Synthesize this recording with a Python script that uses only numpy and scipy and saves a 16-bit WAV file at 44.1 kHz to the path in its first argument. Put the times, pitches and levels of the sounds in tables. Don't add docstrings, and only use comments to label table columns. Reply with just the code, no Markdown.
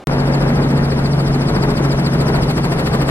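import sys
import numpy as np
from scipy import signal
from scipy.fft import rfft, irfft
from scipy.io import wavfile
from scipy.ndimage import uniform_filter1d

SR = 44100
rng = np.random.default_rng(int(sys.argv[2]) if len(sys.argv) > 2 else 0)


def dump_mix(stems):
    frames = np.atleast_2d(stems).T
    limited = np.clip(frames, -1, 1)
    pcm = np.round(limited * 32767).astype(np.int16)
    wavfile.write(sys.argv[1], SR, pcm)


def boost(x):
    u = np.asarray(x, float) / 20
    return 10 ** u


N = 136710

# (time [s], exhaust firings [1/s])
FIRING_RATE = [
    (0, 139.6),
    (.8, 140.0),
    (1.4, 139.2),
    (2.0, 138.0),
    (3.1, 137.1),
]
# (time [s], level [dB])
ENGINE_LOAD = [
    (0, -19.5),
    (.4, -16),
    (1, -18),
    (1.6, -18),
    (2.3, -18.5),
    (2.6, -22.5),
    (3.1, -20.5),
]
# (multiple of crank turns [-], level re firing tone [dB])
CRANK_ORDERS = [(1, -19), (2, -20.5), (3, 0), (4, -13.5), (5, -13), (6, -24), (9, -16.5), (12, -35)]
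# (multiple of blade passes [-], level [dB])
MAIN_ORDERS = [(1, -48), (2, -62), (3, -33), (4, -38), (5, -35.5), (6, -41), (7, -53.5), (8, -38.5),
               (9, -38.5), (11, -31)]
# (multiple of tail blade passes [-], level [dB])
TAIL_ORDERS = [(1, -42.5), (2, -28), (3, -32), (4, -34), (5, -38.5)]
# (time [s], level [dB])
GUSTS = [(0.08, -18.5), (0.15, -17), (0.18, -17.5), (0.21, -17), (1.21, -21), (1.7, -17.5), (1.78, -21),
         (1.8, -17), (2.06, -20.5), (2.38, -16.5), (2.44, -22), (2.46, -18.5), (2.53, -20.5), (3.1, -17.5)]
# (frequency [Hz], density [dB per Hz])
RUMBLE_COLOUR = [(15, -8), (28, 2), (45, 4), (95, 0), (130, 6), (200, 7), (300, 0), (450, -23)]
# (frequency [Hz], density [dB per Hz])
ROAR_COLOUR = [(100, -23), (220, -3), (400, -2.5), (800, -8.5), (1300, -13), (2000, -18), (3000, -28.5),
               (4500, -54)]
# (frequency [Hz], density [dB per Hz])
HISS_COLOUR = [(1500, -0.5), (3500, 0.5), (4800, -0.5), (6500, -10), (8000, -7.5), (11500, -12),
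               (14000, -21), (15800, -36)]
# (frequency [Hz], level over the hiss [dB])
PUFF_COLOUR = [(1500, 11), (3500, 2), (6000, 0), (8000, 4), (10000, 3), (12500, 9), (15000, 12)]
# (time [s], openness [dB], low whistle strength [dB])
ROTOR_FACING = [
    (0, -2, -.5),
    (.5, -2, -1),
    (1, -2, -.5),
    (1.5, 0, .5),
    (2, 1, 1.5),
    (2.5, 2.5, 1),
    (2.75, 3.5, -2.5),
    (3.1, 4.5, -3.5),
]
# (frequency at the pass [Hz], fall [Hz per pass], width [Hz], level over the hiss [dB])
LOW_WHISTLES = [
    (4600, 2800, 430, 13),
    (5150, 2600, 430, 12),
]
# (frequency at the pass [Hz], fall [Hz per pass], width [Hz], level over the hiss [dB])
HIGH_WHISTLES = [
    (7750, 3500, 700, 11),
    (8250, 3500, 750, 10),
]
# (time [s], lead [blade passes])
SWISH_LEAD = [
    (0, .2),
    (.6, .14),
    (1, .19),
    (1.5, .21),
    (2.1, .25),
    (3.1, .18),
]
# (frequency [Hz], likeness [0-1], phase by which left leads [rad], left over right [dB])
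PORT_PAIR = [(200, .998, 0, 0), (300, .93, 0, 1.3), (560, .72, -.15, 2.7), (1450, .5, 1.9, 2.5),
             (2900, .73, 3.0, 1.4), (4500, .82, 3.05, 3.9), (6500, .82, 3.1, 1.9), (13000, .6, 3.14, .6)]
# (frequency [Hz], density [dB per Hz])
OUTDOOR_COLOUR = [(40, -9), (250, 2), (700, 2), (1500, -12), (3000, -16), (3800, -20.5), (7000, -29),
                  (12500, -38)]

FIRINGS_PER_BLADE, TAIL_PASSES_PER_FIRING = 10, .591
RUMBLE_DB, ROAR_DB, HISS_DB, OUTDOOR_DB = -22.5, -2, -30, -37.5
SWISH_RISE, SWISH_FALL, PUFF_AT, PUFF_RISE, PUFF_FALL = .24, .13, .06, .11, .17
AIR_END_S, CUT_IN_S = .042, .0714
STEP_SIZE, STEP_S = 0.63, 0.00079
EDGE_HZ, END_DB_PER_OCTAVE = 15800, -40
PORT_LAG = 4


def engine(firing_count):
    crank_turns = firing_count / 3
    load = boost(curve(ENGINE_LOAD, np.arange(N) / SR))
    return load * orders(crank_turns, CRANK_ORDERS, waver_db=1.2, slip=.15, waver_hz=5.)


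def main_rotor(firing_count):
    passes = firing_count / FIRINGS_PER_BLADE
    return orders(passes, MAIN_ORDERS, waver_db=3., slip=0.72, waver_hz=1.64)


def tail_rotor(firing_count):
    passes = firing_count * TAIL_PASSES_PER_FIRING
    return orders(passes, TAIL_ORDERS, waver_db=3.5, slip=1.2, waver_hz=3.)


def machinery():
    count = firings()
    tones = engine(count) + main_rotor(count) + tail_rotor(count)
    left, right = ports(tones, np.roll(tones, 3000))
    return np.array([left, np.roll(right, PORT_LAG)])


def downwash():
    t = np.arange(N) / SR
    gust_db = curve(GUSTS, t)
    mean_db = gust_db.mean()
    swing_db = gust_db - mean_db
    lumps, flicker = drift(28.3)[0], drift(141.0)[0]
    throb_depth_db = .9 + .2 * curve(ROTOR_FACING, t)
    throb_db = throb_depth_db * np.cos(2 * np.pi * (blade_passes() - .1))
    a, b, c, d = rng.standard_normal((4, N))
    low = boost(.4 * swing_db + 2.2 * lumps)
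    high = boost(swing_db + .6 * lumps + 1.5 * flicker + throb_db)
    rumble = ports(a * low, b * low, RUMBLE_COLOUR)
    roar = ports(c * high, d * high, ROAR_COLOUR)
    return boost(RUMBLE_DB) * evened(rumble) + boost(ROAR_DB + mean_db) * evened(roar)


def swish():
    hz, t, z = signal.stft(rng.standard_normal((2, N)), SR, nperseg=256, noverlap=192)
    hz = hz[:, None]
    passes = np.interp(t, np.arange(N) / SR, blade_passes())
    n = np.round(passes).astype(int)
    u = passes - n
    facing_db = curve(ROTOR_FACING, t)
    luck = rng.standard_normal((n.max() + 1, 5))[n].T

    puff_db = read(PUFF_COLOUR, hz) + 1.2 * facing_db + .9 * luck[0]
    power = 1 + boost(puff_db + hump(u - PUFF_AT, PUFF_RISE, PUFF_FALL)) ** 2
    strengths_db = [curve(ROTOR_FACING, t, column=2), .6 * facing_db]
    for k, pair in enumerate([LOW_WHISTLES, HIGH_WHISTLES]):
        mid_hz, fall_hz, width_hz, db = np.array(pair)[1 - n % 2].T
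        centre_hz = (mid_hz - fall_hz * u) * (1 + .02 * luck[1 + k])
        off = (hz - centre_hz) / width_hz
        bell_db = hump(u - .02 * k, SWISH_RISE, SWISH_FALL) - 4.3 * off ** 2
        power = power + boost(db + strengths_db[k] + .7 * luck[3 + k] + bell_db) ** 2

    patches = uniform_filter1d(rng.standard_normal(power.shape), 4, 0)
    patches = evened(uniform_filter1d(patches, 8, 1))
    z = z * np.sqrt(power) * boost(read(HISS_COLOUR, hz) + .2 * facing_db + 1.2 * patches)
    a, b = signal.istft(z, SR, nperseg=256, noverlap=192)[1][:, :N]
    return boost(HISS_DB) * ports(a, b)


def outdoor_air():
    hz = np.fft.rfftfreq(N, 1 / SR)
    colour = boost(read(OUTDOOR_COLOUR, hz)) * (hz < 12600)
    a, b = irfft(rfft(rng.standard_normal((2, N))) * colour, N)
    apart = irfft(rfft(b) * np.clip(hz / 6000, 0, 1) * (hz < 12500), N)
    return boost(OUTDOOR_DB) * evened(np.array([a + .5 * apart, a - .5 * apart]))


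def firings():
    return np.cumsum(curve(FIRING_RATE, np.arange(N) / SR)) / SR


def blade_passes():
    return firings() / FIRINGS_PER_BLADE + curve(SWISH_LEAD, np.arange(N) / SR)


def orders(turns, table, waver_db, slip, waver_hz):
    k, db = np.transpose(table)[:, :, None]
    level = drift(waver_hz, count=len(table))
    phase = drift(waver_hz, count=len(table))
    start = rng.random((len(table), 1))
    sines = np.sin(2 * np.pi * (k * turns + start) + slip * phase)
    return (np.sqrt(2) * boost(db + waver_db * level) * sines).sum(0)


def ports(a, b, colour=None):
    hz = np.fft.rfftfreq(N, 1 / SR)
    same = np.clip(read(PORT_PAIR, hz), 0, 1)
    side_db = read(PORT_PAIR, hz, column=3) / 2
    a, b = rfft(a), rfft(b)
    turned = a * np.exp(-1j * read(PORT_PAIR, hz, column=2))
    right = same * turned + np.sqrt(1 - same ** 2) * b
    pair = np.array([a * boost(side_db), right * boost(-side_db)])
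    if colour is not None:
        octaves_past_end = np.log2(np.maximum(hz / colour[-1][0], 1))
        pair = pair * boost(read(colour, hz) + END_DB_PER_OCTAVE * octaves_past_end)
    return irfft(pair, N)


def drift(top_hz, count=1):
    hz = np.fft.rfftfreq(N, 1 / SR)
    noise = rfft(rng.standard_normal((count, N)))
    return evened(irfft(noise * np.exp(-(hz / top_hz) ** 2), N))


def hump(u, rise, fall):
    return -4.3 * (u / np.where(u < 0, rise, fall)) ** 2


def evened(x):
    return x / np.sqrt(np.mean(x ** 2) + 1e-20)


def read(points, hz, column=1):
    table = np.array(points, float)
    return np.interp(np.log(hz + 1), np.log(table[:, 0] + 1), table[:, column])


def curve(points, t, column=1):
    table = np.array(points, float)
    return np.interp(t, table[:, 0], table[:, column])


def scene():
    t = np.arange(N) / SR
    step = np.exp(-np.maximum(t - CUT_IN_S, 0) / STEP_S)
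    cabin = (machinery() + downwash() + swish()) * (1 - step) + STEP_SIZE * step
    air_fade = np.clip((AIR_END_S - t) / 0.0017, 0, 1)
    return cabin * (t >= CUT_IN_S) + outdoor_air() * air_fade


def band_limit(x):
    return signal.sosfilt(signal.butter(12, 16120, fs=SR, output="sos"), x)


def record(dry):
    overloaded = 2.5 * np.tanh(dry / 2.5)
    passband = np.fft.rfftfreq(N, 1 / SR) < EDGE_HZ
    mix = irfft(rfft(overloaded) * passband, N)
    return band_limit(mix)


dry = scene()
out = record(dry)
dump_mix(out)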